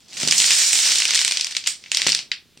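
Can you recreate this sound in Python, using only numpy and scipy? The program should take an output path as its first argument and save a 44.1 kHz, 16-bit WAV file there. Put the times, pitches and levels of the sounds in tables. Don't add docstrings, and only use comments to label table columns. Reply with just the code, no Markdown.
import sys
import numpy as np
from scipy import signal
from scipy.fft import rfft, irfft
from scipy.io import wavfile

SR = 44100
rng = np.random.default_rng(int(sys.argv[2]) if len(sys.argv) > 2 else 0)


def pcm_store(signal):
    levels = np.round(np.clip(np.atleast_2d(signal), -1, 1) * 32767)
    wavfile.write(sys.argv[1], SR, levels.astype(np.int16).T)


N = 114660
TIME = np.arange(N) / SR
FREQUENCIES = np.fft.rfftfreq(N, 1 / SR)

# (frequency [Hz], level [dB])
HISS_SPECTRUM = [(25,-9.5),(60,-0.5),(150,-1),(700,-19.5),(1500,-15.5),(3500,-9),(8000,-19),(16000,-22.5)]
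# (frequency [Hz], correlation [-])
DIRECT_CORRELATION = [(150,0.51),(1300,1),(5000,0.94),(7000,0.65),(12000,0.05)]
# (frequency [Hz], correlation [-])
DIFFUSE_CORRELATION = [(150,0.93),(1400,1),(3000,0.75),(5000,0.91),(7000,0.23),(10000,0.72)]
# (frequency [Hz], gain [dB])
ROOM_RESPONSE = [(1200,-6),(2400,1.5),(5800,0),(6600,-11),(8300,5),(10000,-5.5),(15000,-3)]
BAND_EDGES = [150,400,850,1400,1950,2900,4000,5200,6500,7900,9300,12000,16500]
# (time [s], level [dB])
RUMBLE_ENVELOPE = [(0,-70),(.15,-53),(.23,-41.5),(.42,-45.5),(.68,-69),(.76,-51),(1,-58.5),(1.93,-66.5),(2.02,-50.5),(2.17,-55.5),(2.32,-65.5),(2.6,-84.5)]
# (frequency [Hz], level [dB])
FLOOR_SPECTRUM = [(40,-34),(100,-15.5),(170,-0.5),(260,-5),(450,-9.5),(1200,-12.5),(4000,-65)]
# (frequency [Hz], level [dB], T60 [s])
FLOOR_RESONANCES = [(154.5,-6.5,0.38),(188.3,-5.5,0.16),(243.4,-3,0.15),(298,-1.5,0.058),(379,-1,0.061),(529,3,0.032),(760,-6.5,0.029)]
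# (time [s], level [dB], extra knock [dB])
FLOOR_BLOWS = [(.234,-27,-14),(.275,-31.5,0.5),(0.323,-48.5,10),(0.739,-46,2.5),(1.839,-61,-9.5),(2.067,-30.5,4.5),(2.091,-41,3),(2.573,-51,-9)]
# (frequency [Hz], share [-])
KNOCK_WEIGHT = [(250,0.029),(400,1)]
# (frequency [Hz], width [Hz], level [dB])
TILE_RESONANCES = [(4830,90,-9.5),(6996,186,-1),(8130,220,-2.5)]
# (frequency [Hz], share [-])
BODY_WEIGHT = [(2600,1),(4200,0)]
# (frequency [Hz], share [-])
BRIGHT_WEIGHT = [(5500,0.081),(7500,1),(9000,0.51),(13000,0.79)]
# (time [s], level [dB], extra brightness [dB])
COLLAPSE_ENVELOPE = [(0,-61.5,2),(.07,-55.5,-8),(.11,-41,-2),(.155,-42,5),(.18,-29.5,-1),(.27,-31,3),(.31,-23,-8),(.335,-27,13),(.5,-22,3.5),(.66,-23.5,10),
                     (.87,-20.5,3),(1.0,-23.5,1),(1.09,-25,-6),(1.2,-25.5,1.5),(1.34,-30.5,-4),(1.48,-33.5,-10),(1.62,-48.5,-2),(1.668,-34.5,-13),(1.678,-33,16),(1.72,-40,3),(1.78,-56,3),
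                     (1.9,-47,-13),(1.94,-29.5,-9),(2.04,-29.5,-11),(2.09,-25.5,0),(2.15,-36,-9),(2.2,-33.5,-10),(2.24,-80.5,-2),(2.6,-83,-7)]
# (frequency [Hz], spectral density level [dB])
COLLAPSE_SPECTRUM = [(250,-25),(600,-19.5),(1100,-16),(1650,-10),(2400,-5.5),(3400,-2.5),(4600,0.5),(5800,3),(7200,-6),(8600,-9.5),(10700,-17),(14000,-27.5)]
# (time [s], level [dB], extra body [dB], extra brightness [dB])
NEAR_IMPACTS = [(0.1254,-51,9.5,2),(0.1698,-35.5,9,1),(0.2308,-22,-2,0),(0.2756,-14.5,-13,-2.5),(0.2846,-14.5,-5,-8),(0.3101,-11,-9.5,-2),(0.3225,-17,4.5,8),
                (0.3811,-13.5,-31,-2),(0.389,-16,-18,-5),(0.4007,-13,-5,-3),(0.4204,-18.5,0,-5),(0.441,-15.5,-1,-1),(0.4586,-17,-24,-6),(0.4622,-16,-25,7),(.506,-21.5,6.5,14),(0.5182,-18,-5,6),
                (0.6171,-14.5,-9,-17),(0.7308,-24.5,9.5,10),(0.7892,-20.5,0,1),(0.9181,-13,-2.5,-3),(0.9565,-15.5,-6,-2),
                (0.9838,-22.5,-21,11),(1.0011,-20,-1,7),(1.0206,-12.5,-2,-19),(1.0527,-15,-1,0.5),(1.08,-25,-21,7),(1.092,-22,-4,-11),
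                (1.1076,-16.5,1,-1.5),(1.136,-23,3,3),(1.1464,-18,-2.5,7),(1.152,-17,-2,5),(1.158,-17.5,-5,5.5),(1.1753,-15.5,-3.5,-14),(1.1908,-14.5,-4,-3),(1.2144,-17.5,0.5,-1),
                (1.248,-15.5,-2.5,2.5),(1.278,-18.5,0,7),(1.31,-18.5,-1,1),(1.3207,-17,0.5,-0.5),(1.3715,-14,-6.5,-9.5),
                (1.397,-22.5,-1,-9),(1.41,-15.5,-5.5,-5),(1.4447,-17,-8,-6),(1.4682,-24.5,-2.5,2),(1.5101,-30.5,-1,0.5),(1.522,-30.5,0,-4),(1.5497,-25,1.5,-13),
                (1.5665,-14.5,-4.5,-6),(1.6395,-25,-7.5,-31),(1.6617,-24,-2,-17),(1.6699,-23.5,0,8.5),(1.673,-14.5,-2,2.5),(1.8392,-35,1.5,-28.5),
                (1.86,-40,7,-23.5),(1.9166,-20,0,4.5),(1.9469,-13.5,-10,-5.5),(1.9706,-13,-5.5,0.5),(1.998,-29,8,-11),(2.0176,-14,0,-6.5),
                (2.0663,-18.5,7,-4),(2.0702,-12.5,-4.5,-0.5),(2.083,-22.5,7,-3),(2.0912,-15,-2.5,-4),(2.1,-21.5,-5,0),(2.12,-12,-12,-17),(2.1287,-20,1,-11),(2.1483,-12.5,-5.5,-7),
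                (2.19,-20,-2.5,-33),(2.316,-22.5,4,-15.5),(2.574,-43.5,-1,-4)]
# (frequency [Hz], spectral density level [dB])
NEAR_SPECTRUM = [(250,-21.5),(600,-18.5),(1100,-13.5),(1650,-10),(2400,1),(3400,0.5),(4600,0),(5800,0),(7200,-6),(8600,-6.5),(10700,-21.5),(14000,-28.5)]
# (time [s], frequency [Hz], level [dB])
CLACK_TONES = [(0.3105,5300,-2.5),(0.3226,1150,-18),(1.9166,2630,-8.5),(2.1205,4950,-3),(2.3168,1150,-29),(2.3168,2090,-12.5),(2.3165,3950,-11.5),(2.3165,4870,-9)]
# (frequency [Hz], left minus right [dB])
MIC_BALANCE = [(200,-2),(700,0.8),(6200,-0.35),(8200,-7),(11000,-1)]


def from_db(db):
    return 10 ** (np.asarray(db) / 20)


def unit(x):
    return x / np.sqrt(np.sum(x ** 2, axis=-1, keepdims=True) + 1e-20)


def at_hz(points, hz):
    f, value = np.transpose(points)
    return np.interp(np.log(np.maximum(hz, 1)), np.log(f), value)


def in_time(rows, t):
    times, *columns = np.transpose(rows)
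    return [np.interp(t, times, column) for column in columns]


def decay(t, t60):
    return np.exp(-np.log(1000) * t / t60)


def colour(x, spectrum, share=1):
    return irfft(rfft(x) * from_db(share * at_hz(spectrum, FREQUENCIES)), N)


def left_right(mid, side, correlation):
    return np.sqrt((1 + correlation) / 2) * mid + np.sqrt((1 - correlation) / 2) * side * [[1], [-1]]


def stereo_noise(correlation):
    mid, side = rfft(rng.standard_normal((2, N)))
    return irfft(left_right(mid, side, at_hz(correlation, FREQUENCIES)), N)


def steady_noise(spectrum):
    return unit(colour(stereo_noise(DIRECT_CORRELATION), spectrum)) * np.sqrt(N)


def superpose(times, sounds):
    out = np.zeros((2, N))
    for start, sound in zip((np.clip(times, 0, TIME[-1]) * SR).astype(int), sounds):
        out[:, start:start + sound.shape[-1]] += sound[:, :N - start]
    return out


def background(hiss_db=-58.5, tick_period_s=.0333, tick_hz=370):
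    since = (TIME + tick_period_s / 5) % tick_period_s
    ticks = np.sin(2 * np.pi * tick_hz * since) * decay(since, t60=.015)
    swell = from_db(np.linspace(-59, -49, N))
    return from_db(hiss_db) * steady_noise(HISS_SPECTRUM) + swell * ticks


def room_reverberation(sound, onset_s=.001):
    noise = rfft(stereo_noise(DIFFUSE_CORRELATION))
    source = rfft(sound.sum(0) / np.sqrt(2))
    edges, t, out = np.array(BAND_EDGES), TIME[:SR // 2], 0
    centres = np.sqrt(edges[1:] * edges[:-1])
    in_range = (FREQUENCIES > edges[0]) & (FREQUENCIES < edges[-1])
    energy_decay = unit(decay(t, t60=.21) * (1 - np.exp(-t / onset_s))) ** 2
    for pick in np.eye(len(centres)):
        band = np.sqrt(np.interp(FREQUENCIES, centres, pick)) * in_range
        power = np.abs(signal.fftconvolve(irfft(source * band, N) ** 2, energy_decay)[:N])
        out += np.sqrt(power * N) * unit(irfft(noise * band ** 2, N))
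    return colour(out, ROOM_RESPONSE)


def floor_rumble():
    return from_db(in_time(RUMBLE_ENVELOPE, TIME)[0]) * steady_noise(FLOOR_SPECTRUM)


def floor_thuds():
    times, db, knock_db = np.transpose(FLOOR_BLOWS)
    hz, mode_db, t60 = np.transpose(FLOOR_RESONANCES)[:, :, None]
    t = TIME[:SR // 2]
    modes = from_db(mode_db) * np.cos(2 * np.pi * hz * t) * decay(t, t60)
    scatter_db = rng.standard_normal((len(times), len(hz)))
    strength = from_db(db[:, None] + knock_db[:, None] * at_hz(KNOCK_WEIGHT, hz.T) + scatter_db)
    return superpose(times, (strength @ modes)[:, None])


def tile_ring(clatter):
    noise = rfft(stereo_noise(DIFFUSE_CORRELATION))
    source, out = rfft(clatter.sum(0)), 0
    energy_decay = unit(decay(TIME[:SR // 2], t60=.15)) ** 2
    for centre, width, db in TILE_RESONANCES:
        detuning = FREQUENCIES - centre
        drive = irfft(source * np.exp(-(detuning / (centre / 10)) ** 2), N)
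        power = np.abs(signal.fftconvolve(drive ** 2, energy_decay)[:N])
        cluster = unit(irfft(noise * np.exp(-(detuning / width) ** 2), N))
        out += from_db(db) * np.sqrt(power * N) * cluster
    return out


def impacts(times, db, body_db, bright_db, spectrum, crack_t60, chatter_t60, chatter_db):
    rebound_s, rebound_db, pan_spread_db = .0016, -6, .47
    t, sounds = TIME[:640], 0
    draws = rng.standard_normal((len(times), 4, len(t)))
    pan = from_db(pan_spread_db * draws[:, :1, -1:] * [[1], [-1]])
    since_rebound = t - rebound_s * np.abs(draws[:, 2:3, -1:])
    rebound = from_db(rebound_db) * (since_rebound > 0) * decay(np.abs(since_rebound), crack_t60)
    chatter = from_db(chatter_db) * decay(t, chatter_t60)
    bursts = draws * (decay(t, crack_t60) + rebound + chatter)
    for k, (low, high) in enumerate(zip(BAND_EDGES, BAND_EDGES[1:])):
        hz = np.sqrt(low * high)
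        bandpass = signal.butter(2 + (low > 1000), [low, high], "band", fs=SR, output="sos")
        band = unit(signal.sosfilt(bandpass, bursts[:, k % 2::2]))
        pair = left_right(band[:, :1], band[:, 1:], at_hz(DIRECT_CORRELATION, hz))
        tone_db = body_db * at_hz(BODY_WEIGHT, hz) + bright_db * at_hz(BRIGHT_WEIGHT, hz)
        scatter_db = draws[:, 1, -1 - k]
        gain = from_db(db + at_hz(spectrum, hz) + tone_db + scatter_db)
        sounds += pair * gain[:, None, None] * np.sqrt((high - low) / 20)
    return superpose(times, sounds * pan)


def tumbling_tiles(peak_per_s=750, sparsest_share=.35, level_spread_db=4.5, tone_spread_db=3.5):
    jitter, size, body, bright = rng.standard_normal((3000, 4)).T
    times = (np.arange(len(jitter)) + jitter) / peak_per_s
    db, bright_db = in_time(COLLAPSE_ENVELOPE, times)
    share = np.clip(from_db(db - db.max()), sparsest_share, 1)
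    falls = (times > 0) & (times < TIME[-1]) & (np.diff(np.floor(np.cumsum(share)), prepend=0) > 0)
    db -= 10 * np.log10(share)
    db += level_spread_db * np.minimum(size, 1.5) - 9.5
    bright_db += tone_spread_db * bright
    return impacts(times[falls], db[falls], tone_spread_db * body[falls], bright_db[falls],
                   COLLAPSE_SPECTRUM, crack_t60=.0035, chatter_t60=.027, chatter_db=-15.5)


def near_clacks():
    cracks = impacts(*np.transpose(NEAR_IMPACTS), NEAR_SPECTRUM,
                     crack_t60=.004, chatter_t60=.022, chatter_db=-13)
    times, hz, db = np.transpose(CLACK_TONES)[:, :, None]
    t = TIME[:SR // 20]
    envelope = decay(t, t60=.011) * (1 - np.exp(-hz * t))
    tones = from_db(db) * np.sin(2 * np.pi * hz * t) * envelope
    return cracks + superpose(times[:, 0], tones[:, None])


def scene():
    near, mass = near_clacks(), tumbling_tiles()
    ring = tile_ring(mass + from_db(-5.5) * near)
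    floor = floor_thuds() + floor_rumble()
    reverberation = room_reverberation(from_db(-10) * near + from_db(-2) * mass)
    return near + mass + ring + floor + reverberation + background()


def record(dry, clip_level=.94, cutoff_hz=16000):
    heard = colour(dry, MIC_BALANCE, share=np.array([[.5], [-.5]]))
    rounded = heard / (1 + (heard / clip_level) ** 8) ** (1 / 8)
    return signal.sosfilt(signal.ellip(10, .2, 70, cutoff_hz, fs=SR, output="sos"), rounded)


dry = scene()
out = record(dry)
pcm_store(out)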